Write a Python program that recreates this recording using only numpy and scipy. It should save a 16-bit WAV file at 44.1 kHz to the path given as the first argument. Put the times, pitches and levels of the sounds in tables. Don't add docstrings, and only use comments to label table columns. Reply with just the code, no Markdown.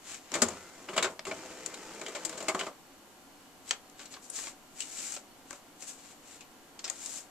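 import sys
import numpy as np
from scipy import signal
from scipy.fft import rfft, irfft
from scipy.io import wavfile

SR = 44100
rng = np.random.default_rng(int(sys.argv[2]) if len(sys.argv) > 2 else 0)


def to_wav(sig):
    pcm = np.clip(np.atleast_2d(sig), -1, 1) * 32767
    pcm = np.round(pcm).astype(np.int16)
    wavfile.write(sys.argv[1], SR, pcm.T)


N = 321921
TIME, HZ = np.arange(N) / SR, np.fft.rfftfreq(N, 1 / SR)

# (time [s], length [s], thud [dB], clack [dB], tick [dB], ring of the struck part [Hz])
KNOCK_HITS = [(0.317, 0.0025, -60, -39.5, -36, 5530), (0.338, 0.014, -60, -32, -31, 370),
              (0.351, 0.013, -32.5, -41, -34.5, 342), (0.418, .011, -25.5, -27, -16.5, 238),
              (0.484, 0.0064, -46, -50, -30.5, 354), (0.885, 0.016, -41.5, -42.5, -63, 2880),
              (0.93, 0.03, -47, -46, -54, 524), (0.962, 0.028, -36.5, -41.5, -36.5, 3280),
              (0.977, 0.0086, -32, -26.5, -33, 3200), (1.024, 0.015, -36.5, -31, -28, 3800),
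              (1.042, 0.02, -39.5, -34, -45, 1500), (1.192, 0.0029, -42, -35.5, -48, 4300),
              (1.251, 0.0079, -48, -43, -43, 2770), (1.266, 0.021, -41, -46, -41.5, 408),
              (1.311, 0.0093, -37.5, -39, -52, 2270), (1.66, 0.0042, -57, -47, -27, 2010),
              (1.741, 0.0072, -71, -45.5, -39, 3760), (2.013, 0.0064, -43.5, -41, -41, 590),
              (2.062, 0.007, -56, -39.5, -42, 3100), (2.081, 0.014, -48, -46.5, -42, 420),
              (2.148, 0.022, -43.5, -40.5, -40.5, 580), (2.249, .01, -48, -42, -26.5, 5140),
              (2.293, 0.0063, -51, -48, -34.5, 313), (2.325, 0.015, -47.5, -48, -47, 506),
              (2.374, 0.018, -48.5, -50, -40, 580), (2.403, 0.011, -47, -44.5, -41, 665),
              (2.424, .012, -44, -58, -42, 644), (2.482, 0.014, -29.5, -33, -27, 2180),
              (2.546, 0.0099, -30.5, -40.5, -37, 1190), (2.591, 0.015, -43, -38, -35, 2950),
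              (2.609, 0.0061, -39, -34, -55, 3040), (2.632, 0.0088, -49, -49, -48, 560),
              (2.665, .012, -38, -46, -46.5, 1164)]
# (frequency [Hz], spectral level [dB])
PLASTIC_COLOUR = [(30, -37), (85, -8.5), (120, -24), (190, -3), (400, 4), (1100, 0.5), (1700, -2),
                  (3200, -4.5), (4600, -10), (5800, -18.5), (7400, -14.5), (9000, -18.5), (13000, -19.5)]
# (frequency [Hz], width [Hz], relative gain [dB])
CASE_MODES = [(164, 44, 4.5), (237, 20, -9), (321, 24, 0.5), (392, 46, 2.5), (500, 14, -12), (606, 73, 7),
              (678, 35, 4), (1080, 110, 3.5), (2160, 270, 2), (3080, 90, -11), (4380, 50, -9)]
# (start [s], stop [s], rumble [dB], gear mesh [dB], sliding hiss [dB])
GEAR_RUNS = [(0.311, 0.519, -39.5, -47.5, -48), (0.526, 0.855, -54.5, -57, -56.5),
             (0.875, 1.115, -45.5, -62, -53), (1.265, 2.67, -48.5, -51, -52)]
# (frequency [Hz], spectral level [dB])
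GEAR_COLOUR = [(30, -26), (85, -25), (120, -9), (200, 4), (450, 5.5), (900, -1), (1500, -8.5), (2700, -11),
               (3500, -15.5), (6000, -19.5), (8500, -19), (13000, -21)]
# (frequency [Hz], level before trim [dB])
FEED_TONES = [(318.5, -60), (390.6, -71), (441.3, -61), (512.6, -66), (556, -83), (586, -68.5),
              (883.5, -64.5), (945, -72), (1184, -72), (1313, -68), (1535, -70), (2081, -71), (2369, -69.5),
              (3020, -73)]
CARRIAGE_TONES = [(455, -66), (513, -73), (1332, -66.5), (1362, -61), (1485, -66), (2035, -67), (2170, -79)]
# (time [s], level [dB])
DESK_JOLTS = [(0.427, -51), (0.489, -64), (0.976, -63), (1.028, -61), (1.287, -62)]
# (frequency [Hz], level over the jolt [dB], decay T60 [s])
DESK_MODES = [(42.3, -15, .4), (81.5, 0.5, 0.53), (103, 4, 0.51), (128, -12, 0.24), (156, -6, 0.53)]

# (start [s], length [s], hiss [dB], scrape [dB])
PAW_STROKES = [(0.031, 0.12, -48, -48.5), (0.186, 0.28, -61.5, -55.5), (3.653, 0.053, -51, -51.5),
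               (3.969, 0.067, -56.5, -55.5), (4.103, 0.03, -52.5, -54.5), (4.215, 0.038, -53.5, -65),
               (4.31, 0.089, -42, -51), (4.375, 0.11, -47.5, -50), (4.747, 0.081, -49, -54),
               (4.823, .325, -42.5, -49.5), (5.453, .11, -59, -59.5), (5.788, 0.053, -50.5, -55.5),
               (5.862, 0.04, -44, -56), (5.913, 0.21, -58.5, -60), (6.205, 0.16, -57.5, -59),
               (6.803, 0.23, -55, -59), (6.979, 0.21, -43.5, -52.5)]
# (frequency [Hz], spectral level [dB])
SLIDE_COLOUR = [(60, -9), (170, -6), (300, 0.5), (600, -0.5), (1100, -2.5), (1700, 5), (2400, 11),
                (4000, 7), (5600, 0), (8000, 1.5), (10500, -1.5), (14000, -1.5)]
# (time [s], length [s], thud [dB], clack [dB], tick [dB], ring of the sheet or tray [Hz])
PAPER_HITS = [(3.691, 0.0059, -68, -51, -40, 4000), (3.7085, 0.0041, -31, -22, -28.5, 6230),
              (3.732, 0.0091, -49, -56, -61, 2320), (3.897, 0.0032, -70, -62, -51, 4300),
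              (3.992, 0.023, -51, -51, -58, 1550), (4.055, .013, -65, -54, -50, 3980),
              (4.139, 0.0085, -49, -46, -67, 4200), (4.165, .007, -50, -54, -70, 1100),
              (4.299, .0035, -53, -70, -42, 9300), (4.359, .013, -67, -47, -39, 5300),
              (4.387, 0.0041, -41, -43, -53, 1060), (4.469, .004, -41, -41.5, -56, 1120),
              (4.803, 0.0093, -72, -39.5, -33, 2950), (4.821, 0.0032, -64, -38.5, -51, 2900),
              (4.986, .011, -61, -50, -38, 3130), (5.121, .003, -48, -53, -32, 5140),
              (5.163, 0.0077, -43.5, -43.5, -43, 614), (5.507, 0.0037, -40.5, -47.5, -38, 1570),
              (5.528, 0.0065, -44.5, -61, -41, 610), (5.823, .004, -49, -53, -37.5, 2580),
              (6.406, 0.019, -70, -53.5, -55.5, 2460), (6.791, 0.0067, -53, -44.5, -44.5, 4400),
              (6.84, 0.02, -45.5, -40.5, -41, 5280), (6.877, 0.013, -55, -46, -41, 1910),
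              (6.898, .005, -45, -46, -26.5, 1900), (7.059, 0.0046, -50, -50, -31.5, 5350)]
# (frequency [Hz], spectral level [dB])
SNAP_COLOUR = [(60, -39), (170, -21), (300, -2), (600, -2.5), (1100, -2), (1700, 2.5), (2400, 11.5),
               (4000, 10.5), (6200, 5), (8000, 7), (10500, -4), (14000, 2.5)]
# (pitch [Hz], level over the hit [dB])
RING_LEVELS = [(230, 2), (400, -2.5), (620, -4.5), (1100, -3), (2900, 0), (5000, -5), (6300, -0.5),
               (9600, 16)]
# (frequency [Hz], left-right likeness [0-1])
CLOSE_LIKENESS = [(30, 0.4), (150, 1), (1000, 1), (2200, 0.87), (4500, 0.25), (7500, 0.15), (14000, 0.11)]

# (frequency [Hz], spectral level [dB])
AIR_COLOUR = [(20, -0.5), (45, -13.5), (70, -7), (140, -7), (220, 0), (280, 4), (400, -3.5), (650, -3.5),
              (1000, -4.5), (1500, -10), (3000, -14.5), (6000, -25), (14000, -31)]
# (frequency [Hz], level [dB])
FAN_TONES = [(748.3, -71.5), (1394, -78), (1604, -80.5), (2885, -81), (3004, -82), (4344, -82), (7854, -96)]
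# (frequency [Hz], left-right likeness [0-1])
ROOM_LIKENESS = [(30, 0.076), (250, 0.93), (1000, 0.67), (2200, 0.17), (14000, 0.097)]
# (frequency [Hz], decay T60 [s])
ROOM_DECAY = [(100, 0.13), (400, 0.19), (1000, 0.21), (3000, 0.16), (8000, 0.13)]
# (resonance [Hz], sharpness [Q])
MIC_PORTS = [(7410, 5.87), (6640, 2.6)]

CROSSOVERS_HZ = (1400, 5500)


def printer():
    knocks = hits(KNOCK_HITS, PLASTIC_COLOUR, attack_s=.0013, trims_db=(-5, -3, -8.2), left_db=2.5,
                  thud_stretch=1.91, tick_stretch=.97, chatter_db=.3, ring_q=10)
    feed = amp(-1) * whine(FEED_TONES, motor_effort(1.27, 2.67), waver=.0042, flutter_db=4)
    carriage = amp(-2) * whine(CARRIAGE_TONES, motor_effort(.39, .76), waver=.017, flutter_db=2)
    return (gear_train() + case_ring(knocks, trim_db=-3) + feed + carriage) * pan(left_db=.8)


def hits(rows, colour, attack_s, trims_db, left_db, thud_stretch, tick_stretch, chatter_db, ring_q):
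    rebound_s, rebound_db = .0197, -15
    out, t = np.zeros((2, N)), np.arange(SR // 5) / SR
    contacts = three_bands(noise_pair(colour, CLOSE_LIKENESS)) * amp(chatter_db * wander(900))
    side = pan(left_db)
    for time_s, length, *bands_db, ring_hz in rows:
        span = slice(round(time_s * SR), round(time_s * SR) + len(t))
        attack = attack_s + .091 * length
        shapes = hit_envelope(t, attack, length * np.array([thud_stretch, 1, tick_stretch])[:, None, None])
        rebound = amp(rebound_db) * hit_envelope(t - rebound_s, attack, length * thud_stretch)
        shapes[0] = np.hypot(shapes[0], rebound)
        gains = np.sqrt(np.mean(shapes ** 2, (1, 2))) * amp(np.add(bands_db, trims_db))
        bursts = contacts[:, :, span] * shapes
        thud, clack, tick = (gain * unit(burst) for gain, burst in zip(gains, bursts))
        scuff = rng.standard_normal(len(t)) * shapes[1, 0]
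        push = gains[np.searchsorted(CROSSOVERS_HZ, ring_hz)]
        ring = unit(resonate(resonate(scuff, ring_hz, q=2), ring_hz, ring_q))
        ring *= push * amp(curve(RING_LEVELS, ring_hz))
        out[:, span] += thud + np.sqrt(side) * (clack + ring) + side * tick
    return out


def hit_envelope(t, attack, length, hold_share=.18):
    decaying_s = np.maximum(t - attack - hold_share * length, 0)
    return np.clip(t / attack, 0, 1) * np.exp(-decaying_s / ((1 - hold_share) * length))


def case_ring(knocks, trim_db):
    return knocks + sum(amp(db + trim_db) * resonate(knocks, hz, hz / width)
                        for hz, width, db in CASE_MODES)


def gear_train(surge_db=2.5, surge_s=.035, trims_db=(-4.5, -4.5, -9)):
    teeth = unit(1 + .6 * grains(per_s=180, spread_db=2.5, length_s=.0025))
    drive = np.zeros((3, N))
    for start, stop, *bands_db in GEAR_RUNS:
        surge = amp(surge_db * np.exp(-abs(TIME - start) / surge_s))
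        drive += amp(np.add(bands_db, trims_db))[:, None] * motor_effort(start, stop) * surge
    bands = three_bands(noise_pair(GEAR_COLOUR, CLOSE_LIKENESS))
    return teeth * (drive[:, None] * bands).sum(0)


def motor_effort(start_s, stop_s, spin_up_s=.022, coast_s=.031):
    return np.clip((TIME - start_s) / spin_up_s, 0, 1) * np.exp(-np.maximum(TIME - stop_s, 0) / coast_s)


def whine(tones, effort, waver, flutter_db):
    speed = 1 - .1 * np.maximum(1 - effort / .4, 0)
    shaft_time = np.cumsum(speed * (1 + waver * wander(25.01))) / SR
    chord = sum(amp(db + flutter_db * wander(22)) * np.sin(2 * np.pi * (hz * shaft_time + rng.random()))
                for hz, db in tones)
    return np.sqrt(2) * chord * effort


def desk():
    out = np.zeros(N)
    for time_s, jolt_db in DESK_JOLTS:
        t = np.maximum(TIME - time_s, 0)
        for hz, db, t60 in DESK_MODES:
            out += amp(jolt_db + db) * np.exp(-np.log(1000) * t / t60) * np.sin(2 * np.pi * hz * t)
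    return out


def paper():
    hiss, scrape = sum(amp(levels_db)[:, None] * paw_stroke(start, length)
                       for start, length, *levels_db in PAW_STROKES)
    low, mid, high = three_bands(noise_pair(SLIDE_COLOUR, CLOSE_LIKENESS))
    slips = unit(1 + .7 * grains(per_s=600, spread_db=2.5, length_s=.001))
    slide = slips * (scrape * (amp(-9) * low + amp(-5.5) * mid) + hiss * amp(-4) * high)
    snaps = hits(PAPER_HITS, SNAP_COLOUR, attack_s=.0009, trims_db=(-4.4, -2.8, -7.4), left_db=3.8,
                 thud_stretch=2.3, tick_stretch=.66, chatter_db=2, ring_q=15)
    return (slide + snaps) * pan(left_db=1.2)


def paw_stroke(start, length, swell_share=.69, start_db=-15.5, fade_s=.025):
    swell = np.clip((TIME - start) / (swell_share * length), 0, 1)
    outside_s = np.maximum(start - TIME, 0) + np.maximum(TIME - start - length, 0)
    return amp(start_db * (1 - swell) ** 2) * np.exp(-outside_s / fade_s)


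def fan():
    air = unit(irfft(noise_pair(AIR_COLOUR, ROOM_LIKENESS), N)) * amp(-57.5 + .13 * wander(7))
    return air + whine(FAN_TONES, effort=1, waver=.0028, flutter_db=2.5)


def room(sound, wet_db):
    count, predelay, spacing = 1000, 150, 22
    arrivals = predelay + spacing * np.arange(count) + rng.integers(0, spacing, (2, count))
    echoes = np.zeros((2, SR * 3 // 5))
    np.put_along_axis(echoes, arrivals, rng.choice([-1., 1.], arrivals.shape), 1)
    hz, t, spectra = signal.stft(echoes, SR, nperseg=256)
    likeness = curve(ROOM_LIKENESS, hz)[:, None]
    spectra[1] = likeness * spectra[0] + np.sqrt(1 - likeness ** 2) * spectra[1]
    decay = np.exp(-np.log(1000) * t / curve(ROOM_DECAY, hz)[:, None])
    tail = signal.istft(spectra * decay, SR)[1]
    tail /= np.linalg.norm(tail[0])
    return sound + amp(wet_db) * signal.fftconvolve(sound, tail, axes=1)[:, :N]


def grains(per_s, spread_db, length_s):
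    impacts = (rng.random(N) < per_s / SR) * amp(spread_db * np.minimum(rng.exponential(1, N), 3))
    energy = signal.lfilter([1], [1, -np.exp(-2 / (length_s * SR))], impacts ** 2)
    return np.sqrt(unit(energy) + 1e-12)


def noise_pair(colour, stereo_image):
    left, other = rng.standard_normal((2, len(HZ))) + 1j * rng.standard_normal((2, len(HZ)))
    likeness = curve(stereo_image, HZ)
    right = likeness * left + np.sqrt(1 - likeness ** 2) * other
    return np.array([left, right]) * amp(curve(colour, HZ))


def three_bands(spectrum):
    low, not_high = (1 / (1 + (HZ / edge) ** 10) for edge in CROSSOVERS_HZ)
    shares = low, not_high - low, 1 - not_high
    return np.array([unit(irfft(spectrum * np.sqrt(abs(share)), N)) for share in shares])


def wander(per_s):
    return unit(np.interp(TIME * per_s, np.arange(N), rng.standard_normal(N)))


def curve(points, hz):
    point_hz, values = np.transpose(points)
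    return np.interp(np.log(hz + 1), np.log(point_hz + 1), values)


def resonate(x, hz, q):
    return signal.lfilter(*signal.iirpeak(hz, q, fs=SR), x)


def pan(left_db):
    return amp([[left_db / 2], [-left_db / 2]])


def amp(db):
    return 10 ** (np.asarray(db) / 20)


def unit(x):
    return x / np.sqrt(np.mean(x ** 2) + 1e-20)


def scene():
    return room(printer(), wet_db=-10.5) + desk() + room(paper(), wet_db=-9.5) + fan()


def record(dry):
    left_delay_s, hiss_db, high_cut_hz = 4.2e-5, -61, 14350
    ports = np.array([1 / (1 - (HZ / hz) ** 2 + 1j * HZ / (hz * q)) for hz, q in MIC_PORTS])
    ports[0] *= np.exp(-2j * np.pi * HZ * left_delay_s)
    heard = irfft(rfft(dry) * ports, N) + amp(hiss_db) * rng.standard_normal((2, N))
    high_cut = signal.firwin(511, high_cut_hz, window=("kaiser", 8), fs=SR)
    return signal.oaconvolve(heard, high_cut[None], "same")


dry = scene()
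out = record(dry)
to_wav(out)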